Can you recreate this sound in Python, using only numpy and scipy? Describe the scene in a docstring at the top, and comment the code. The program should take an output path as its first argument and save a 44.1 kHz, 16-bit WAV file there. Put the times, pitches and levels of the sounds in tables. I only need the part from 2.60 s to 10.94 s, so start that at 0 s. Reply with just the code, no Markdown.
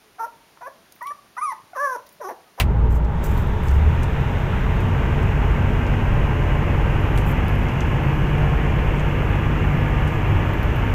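"""Inside the cab of a heavy truck rolling down a long hill: the tyres rumble, then ease on smoother asphalt.
A short burst of noise opens the scene; soft rustles follow as the diesel blips from about 1150 to 1900 rpm.
The engine brake builds to a steady drone with a thin turbo whistle, the driveline hums and trim ticks.
Hisses and rumbles are noise shaped by a spectrum; hums, whines and the drone are sines tied to speed."""
import sys
import numpy as np
from scipy import signal
from scipy.fft import rfft, irfft, next_fast_len
from scipy.io import wavfile
from scipy.ndimage import uniform_filter1d, map_coordinates

SR = 44100
rng = np.random.default_rng(int(sys.argv[2]) if len(sys.argv) > 2 else 0)


def digitize_waveform(pressure):
    """Quantize a signal to 16-bit integers and store it at the path in sys.argv[1].

    Rows of a 2-D input are taken as channels; values are limited to [-1, 1].
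    """
    field = np.atleast_2d(pressure).T
    bounded = np.clip(field, -1, 1)
    quanta = np.round(bounded * 32767).astype(np.int16)
    wavfile.write(sys.argv[1], SR, quanta)


N = 367794
TIME = np.arange(N) / SR  # seconds

# Spectra of the noises, as shapes that are levelled later. Columns: pitch_hz, level_db (per Hz)
ROAD_SPECTRUM = [(15, -2.5), (28, -3), (42, -3.5), (70, -1.5), (100, -5.5), (140, -6.5), (180, -12),
                 (240, -16.5), (285, -22.5), (350, -20.5), (600, -26.5), (700, -28.5), (900, -28.5),
                 (1250, -31.5), (2500, -45), (4500, -62)]
AIR_SPECTRUM = [(4000, -12.5), (5000, -6.5), (6500, -5), (7500, -9), (9000, -15.5), (10500, -14.5),
                (13500, -11.5), (15500, -12)]
RUSTLE_SPECTRUM = [(2500, -14), (4500, 6.5), (7500, 8.5), (9500, -4), (13000, 0.5), (15500, -4),
                   (16500, -12)]
BURST_SPECTRUM = [(200, -11), (700, 1), (1300, -5), (2300, 0.5), (4000, -10), (6500, -17.5), (13000, -18),
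                  (17000, -24)]
ROAR_SPECTRUM = [(60, -17), (110, -6.5), (140, -1), (180, -10), (270, -18), (340, -9), (530, -17),
                 (900, -18), (1100, -20.5), (1500, -23.5), (2200, -22), (2880, -22), (3150, -38),
                 (3700, -65)]
CLATTER_SPECTRUM = [(500, -15), (900, -1), (1250, -0.5), (1500, 0.5), (2000, -3), (2850, -8.5), (3450, -16),
                    (3900, -23), (4400, -28), (5200, -45)]
# Tyre tread and cab resonances. Columns: pitch_hz, half_width_hz, level_db (before the tread setting)
TYRE_RESONANCES = [(433.5, 11, -42), (600, 44, -49), (823, 20, -44.5), (925, 49, -42)]
# Driveline hum. Columns: multiple (of shaft speed), level_db (before the load)
SHAFT_LINES = [(1, -26), (2, -37.5), (3, -31.5), (4, -42.5)]
# Gear whines that swell and fade. Columns: multiple (of crankshaft speed), loudest_s, spread_s, level_db
GEAR_WHINES = [(48.86, 3.35, 1.16, -44), (52.1, 5.5, .7, -44), (51.7, 7.5, 0.75, -44)]
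# Sputtering rustles. Columns: start_s, length_s, level_db (before fades and sputter), tilt_db_per_octave
RUSTLES = [(0.278, 0.13, -56.5, 8), (0.604, 0.27, -52.5, 10), (0.623, 0.067, -45, 10),
           (1.006, 0.21, -55.5, 7), (1.42, 0.032, -51, 6), (4.538, 0.1, -54, 8), (4.641, 0.11, -47.5, 16),
           (7.421, 0.18, -60, -2)]
# Louder ticks of loose trim. Columns: time_s, level_db (before the fade), centre_hz, half_width_octaves
TRIM_TICKS = [(.449, -52, 6500, .5), (.769, -47, 3500, .6), (.777, -40, 13500, .3), (.873, -49, 12000, .5),
              (1.036, -46, 11000, .55), (1.085, -39, 5800, .54), (1.434, -39.5, 7000, .7),
              (2.205, -46, 9000, .8), (2.63, -47, 8000, .8), (3.267, -45, 5400, .3),
              (4.577, -34.5, 7500, 1.0), (4.883, -41, 13500, .5), (5.086, -44, 6000, .25),
              (5.207, -37.5, 6300, 0.32), (6.397, -44, 6600, .2), (7.478, -44, 7500, .8),
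              (7.936, -44, 14500, .25), (8.031, -40, 14500, .3), (8.16, -47, 13600, .25)]
# Bursts of fuel: the pull before the shift and the blip. Columns: start_s, rise_s, end_s, boom_db
FUEL_BURSTS = [(0, .02, .45, -20), (.96, 0.3, 1.276, -14.5)]
# Strong drone lines. Columns: multiple (of crankshaft speed), level_db (before the brake strength)
STRONG_LINES = [(2, -32), (2.5, -38.5), (3, -27), (4, -35), (4.5, -30.5), (5, -43), (5.5, -43), (6, -44),
                (7.5, -40), (9.5, -43), (12, -66), (13, -51.5), (14, -46.5), (15.5, -48.5), (18, -46.5),
                (21, -51), (23, -49), (28, -49.5), (32.5, -49), (33, -51.5), (36.5, -49)]
# Typical weaker drone lines. Columns: pitch_hz, level_db (before unevenness and brake strength)
WEAK_LINES = [(100, -57), (300, -49), (650, -55), (900, -56.5), (1300, -67), (2000, -61.5), (2900, -67),
              (3600, -70.5)]

# The downshift: the old gear lets go, the engine revs up, the lower gear takes hold
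RELEASE_S, RELEASE_TAKES_S = 0.44, 0.22
REV_S, REV_TAKES_S = 0.95, 1.05
ENGAGE_S, ENGAGE_TAKES_S = 1.65, 0.2
# Engine speed before the shift and at its end, and shaft turns per second at its end
LOW_RPM, GEARED_RPM, SHAFT_HZ = 1152, 1910, 44.85
SPEED_GAIN_PER_S = 0.0058  # share of its speed that the truck gains each second on the slope
# The engine brake is fully open at BRAKE_S, then grows stronger as the turbo builds boost
BRAKE_S, BRAKE_OPENS_S, SPOOL_S = 1.29, 0.83, 1.43
BRAKE_DB, BRAKE_SHUT_DB, BRAKE_UNBOOSTED_DB = -1, -17, -8  # the last two are added to the first
TURBO_START_HZ, TURBO_TOP_HZ = 5950, 11980  # the whistle creeps towards the top
SMOOTH_S, SMOOTH_TAKES_S = 4.3, 0.85  # the tyres roll onto smoother asphalt
AIR_DB = -56
FAINT_TICKS_PER_S = 1.0
EDGE_HZ = 15600


def amp(db):
    """Turns decibels into a gain."""
    return 10 ** (np.asarray(db) / 20)


def evened(x):
    """Scales a signal to an rms (average strength) of 1."""
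    return x / np.sqrt(np.mean(x ** 2) + 1e-20)


def ramp(start_s, takes_s):
    """Goes from 0 to 1 in a straight line, then holds."""
    return np.clip((TIME - start_s) / takes_s, 0, 1)


def add(mix, start_s, sound):
    """Mixes a sound in at its start time."""
    part = mix[max(round(start_s * SR), 0):][:len(sound)]
    part += sound[:len(part)]


def read(points, hz):
    """Reads a spectrum in dB between its points; it falls 40 dB per octave beyond its ends."""
    known_hz, db = np.transpose(points)
    octave, known = np.log2(hz + 1), np.log2(known_hz + 1)
    beyond = abs(octave - np.clip(octave, known[0], known[-1]))
    return np.interp(octave, known, db) - 40 * beyond


def hump(distance):
    """A rounded peak in dB: 0 at its centre and 6 dB lower at a distance of 1."""
    return -20 * np.log10(1 + distance ** 2)


def noise(colour, size=N):
    """Noise of rms 1 whose spectrum in dB is colour(hz)."""
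    length = next_fast_len(size)
    hz = np.fft.rfftfreq(length, 1 / SR)
    spectrum = rfft(rng.standard_normal(length)) * amp(colour(hz))
    return evened(irfft(spectrum, length)[:size])


def drift(per_s):
    """A random wander of rms 1 that heads for a new value per_s times a second."""
    knots = rng.standard_normal(2048)
    return evened(np.interp(TIME * per_s, np.arange(len(knots)), knots))


def tone(hz, db, width_hz):
    """A sine on the curve hz whose timing wanders, smearing its pitch to about the given width."""
    wander = np.sqrt(2 * np.pi * abs(width_hz) / SR) * rng.standard_normal(N)
    phase = np.cumsum(2 * np.pi * hz / SR + uniform_filter1d(wander, size=200))
    return np.sqrt(2) * amp(db) * np.sin(phase)


def road_speed():
    """Speed relative to the end of the shift: the truck slowly gathers pace."""
    return 1 + SPEED_GAIN_PER_S * (TIME - REV_S - REV_TAKES_S)


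def crank_rpm():
    """The engine revs up quickly, eases into the lower gear, then follows the road."""
    revved = 1 - (1 - ramp(REV_S, REV_TAKES_S)) ** 2
    return LOW_RPM + (GEARED_RPM * road_speed() - LOW_RPM) * revved


def spool_lag():
    """Share of the turbo boost still missing: 1 until the brake is open, then dying away."""
    return np.exp(-np.maximum(TIME - BRAKE_S, 0) / SPOOL_S)


def brake_db():
    """Strength of the engine brake: it opens during the shift and grows with boost."""
    shut = 1 - ramp(BRAKE_S - BRAKE_OPENS_S, BRAKE_OPENS_S)
    return BRAKE_DB + BRAKE_SHUT_DB * shut + BRAKE_UNBOOSTED_DB * spool_lag()


def rattle_db(pulling_db=-10.5, db_per_octave=4.5):
    """Valves and gears are quiet under pull, loosen as the gear lets go, and grow louder with speed."""
    pulling = 1 - ramp(RELEASE_S, RELEASE_TAKES_S)
    return pulling_db * pulling + db_per_octave * np.log2(crank_rpm() / GEARED_RPM)


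def combustion(idle_db=-29, release_t60_s=0.25, idle_dies_s=0.36):
    """Gain of the boom: bursts of fuel swell and die; idling fades out once the brake is open."""
    gain = amp(idle_db) * (1 - ramp(BRAKE_S, idle_dies_s))
    for start_s, rise_s, end_s, db in FUEL_BURSTS:
        dying_db = -60 * np.maximum(TIME - end_s, 0) / release_t60_s
        gain = gain + ramp(start_s, rise_s) * amp(db + dying_db)
    return gain


def road(rumble_db=-20.5, tread_db=0.84, smooth_rumble_db=-2, smooth_tread_db=-4.0):
    """Tyre rumble swells over the uneven surface, with a fuzzy tread hum; both ease on smoother asphalt."""
    bumps_db = 0.6 * drift(8)
    smooth = ramp(SMOOTH_S, SMOOTH_TAKES_S)
    rumble_gain = amp(rumble_db + smooth_rumble_db * smooth + bumps_db)
    rumble = rumble_gain * noise(lambda hz: read(ROAD_SPECTRUM, hz))
    tread = np.zeros(N)
    for centre, width, db in TYRE_RESONANCES:
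        tread += amp(db) * noise(lambda hz: hump((hz - centre) / width))
    return rumble + amp(tread_db + smooth_tread_db * smooth) * tread


def airflow(follow=0.75, whistle_db=-68.0, whistle_s=2.9, whistle_grows_s=2.0, waver_db=2, flutter_hz=110):
    """A faint hiss grows with the engine's rattle; the turbo whistle climbs in pitch with boost."""
    hiss = amp(AIR_DB + follow * rattle_db()) * noise(lambda hz: read(AIR_SPECTRUM, hz))
    turbo_hz = TURBO_TOP_HZ + (TURBO_START_HZ - TURBO_TOP_HZ) * spool_lag()
    # multiplying by slow noise makes the whistle breathy
    flutter = noise(lambda hz: hump(hz / flutter_hz))
    whistle = np.sqrt(2) * flutter * np.sin(2 * np.pi * np.cumsum(turbo_hz) / SR)
    whistle_gain = ramp(whistle_s, whistle_grows_s) * amp(whistle_db + waver_db * drift(5))
    return hiss + whistle_gain * whistle


def narrow_hiss(db=-54.5, pulling_db=-11, hold_s=1.75, fade_db_per_s=-16, centre_hz=3380, width_hz=520):
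    """A narrow band of hiss near 3.4 kHz lasts through the shift and fades afterwards."""
    pulling = 1 - ramp(RELEASE_S, RELEASE_TAKES_S)
    fade_db = fade_db_per_s * np.maximum(TIME - RELEASE_S - hold_s, 0)
    band = noise(lambda hz: hump(((hz - centre_hz) / width_hz) ** 2))
    return amp(db + pulling_db * pulling + fade_db) * band


def trim(t60_s=0.0098, rise_s=0.0016, ring_db=-17, ring_t60_s=0.18, body_db=-2, body_hz=3400,
         bounce_s=0.008, bounce_db=-7, faint_db=-54, faint_width=0.5):
    """Plastic parts tap and bounce once: a quick tick, the panel's body and a faint ring of the cab."""
    out, t = np.zeros(N), TIME[:SR // 10]
    tap = amp(-60 * np.maximum(t - rise_s, 0) / t60_s)
    ring = amp(ring_db - 60 * t / ring_t60_s)
    fade = np.minimum(t / rise_s, 1) * (tap + ring)
    fade = np.hypot(fade, amp(bounce_db) * np.interp(t - bounce_s, t, fade))
    # faint ticks fall at random times and pitches
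    chance = rng.random((round(FAINT_TICKS_PER_S * N / SR), 2))
    faint = [(when * N / SR, faint_db, 5500 * 2 ** octave, faint_width) for when, octave in chance]
    for time_s, db, centre, width in TRIM_TICKS + faint:
        tick = noise(lambda hz: hump(np.log2((hz + 1) / centre) / width), size=len(t))
        body = noise(lambda hz: hump(2 * np.log2((hz + 1) / body_hz)), size=len(t))
        add(out, time_s - rise_s, amp(db) * fade * (tick + amp(body_db) * body))
    return out


def thump(start_s=0.0169, db=-12, hz=82, t60_s=0.47):
    """A low bump rings briefly in the cab: a dying sine."""
    t = np.maximum(TIME - start_s, 0)
    return amp(db - 60 * t / t60_s) * np.sin(2 * np.pi * hz * t)


def burst(db=-14.0, t60_s=0.081):
    """A short burst of noise opens the scene and dies quickly."""
    return amp(db - 60 * TIME / t60_s) * noise(lambda hz: read(BURST_SPECTRUM, hz))


def rustles(sputter_db=2.5):
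    """Short sputtering rustles, like a hand or cloth rubbing: bright noise with a rapidly jumping level."""
    out = np.zeros(N)
    for start_s, length_s, db, tilt in RUSTLES:
        size = int(length_s * SR)
        rustle = noise(lambda hz: read(RUSTLE_SPECTRUM, hz) + tilt * np.log2(hz + 1), size=size)
        add(out, start_s, amp(db) * rustle * signal.windows.tukey(size, 0.7))
    return out * amp(sputter_db * drift(120))


def driveline(unloaded_db=-20, settle_db_per_s=-1.03):
    """The shaft hum rises as the gear takes hold and beats against the engine lines; gears whine."""
    crank_hz = crank_rpm() / 60
    out = np.zeros(N)
    for multiple, loudest_s, spread_s, db in GEAR_WHINES:
        swell = np.exp(-((TIME - loudest_s) / spread_s) ** 2 / 2)
        out += swell * tone(multiple * crank_hz, db, width_hz=10.83)
    unloaded = 1 - ramp(ENGAGE_S, ENGAGE_TAKES_S)
    load_db = unloaded_db * unloaded + settle_db_per_s * np.maximum(TIME - ENGAGE_S, 0)
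    for multiple, db in SHAFT_LINES:
        out += tone(multiple * SHAFT_HZ * road_speed(), db + load_db, width_hz=0.058 * multiple ** 2)
    return out


def drone(turns, rpm, waver=0.74, uneven_db=3):
    """Unequal cylinders repeat every two turns, giving lines at half multiples; each wavers by itself."""
    multiples = np.arange(3, 210) / 2
    heights = read(WEAK_LINES, multiples * np.median(rpm) / 60)
    heights = heights + uneven_db * rng.uniform(-1, 1, len(multiples))
    for multiple, db in STRONG_LINES:
        heights[np.argmin(abs(multiples - multiple))] = db
    # each engine cycle (two turns) is one spectrum, with random changes that carry over to the next
    cycles, size = int(turns[-1] / 2) + 8, 2048
    shape = (len(multiples), cycles)
    chance = rng.standard_normal(shape) + 1j * rng.standard_normal(shape)
    chance = signal.lfilter([0.6], [1, -0.8], chance, axis=1)
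    start = np.exp(2j * np.pi * rng.random((len(multiples), 1)))
    lines = np.zeros((size // 2 + 1, cycles), complex)
    lines[(2 * multiples).astype(int)] = amp(heights)[:, None] * (start + waver * chance)
    waves = irfft(lines, axis=0) * size / np.sqrt(2)
    # play the waves at engine speed, blending neighbouring cycles
    place = [turns / 2 % 1 * size, turns / 2]
    return map_coordinates(waves, place, order=1, mode="grid-wrap")


def engine(roar_db=-28, clatter_db=-36.0, chuff=0.12, lope=0.025, boom_overtone_db=-19,
           shake_db=-28.0, shake_growth=0.11):
    """Three of six cylinders vent on every turn: a boom, a drone, a roar, and clatter pulsing in step."""
    rpm, braking_db = crank_rpm(), brake_db()
    turns = np.cumsum(rpm) / 60 / SR
    firing = 2 * np.pi * 3 * turns  # angle that goes round once per cylinder
    uneven = lope * np.cos(firing / 2) + lope * np.cos(np.pi * turns)
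    pulsing = evened(1 + chuff * np.cos(firing) + uneven)
    boom_wave = np.sin(firing) + amp(boom_overtone_db) * np.sin(2 * firing)
    boom = np.sqrt(2) * combustion() * amp(drift(10.5)) * boom_wave
    # the front and rear three cylinders differ, which shakes the cab at half the firing rate
    shake_gain = amp(shake_db + shake_growth * braking_db + drift(1.86))
    shake = np.sqrt(2) * shake_gain * np.sin(firing / 2)
    roar = amp(roar_db) * noise(lambda hz: read(ROAR_SPECTRUM, hz))
    clatter_gain = amp(clatter_db + rattle_db() + 0.82 * drift(25))
    clatter = clatter_gain * noise(lambda hz: read(CLATTER_SPECTRUM, hz))
    braking = amp(braking_db) * (drone(turns, rpm) + roar * pulsing)
    return boom + shake + braking + clatter * pulsing


def scene():
    """Everything as heard behind the windscreen, in one channel."""
    background = road() + airflow() + narrow_hiss()
    events = trim() + thump() + burst() + rustles()
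    return (background + events + driveline() + engine())[None]


def record(dry):
    """Cuts the treble off steeply around EDGE_HZ."""
    low_pass = signal.firwin(511, EDGE_HZ, window=("kaiser", 9), fs=SR)
    return signal.oaconvolve(dry, low_pass[None], "same")


dry = scene()
out = record(dry)
digitize_waveform(out)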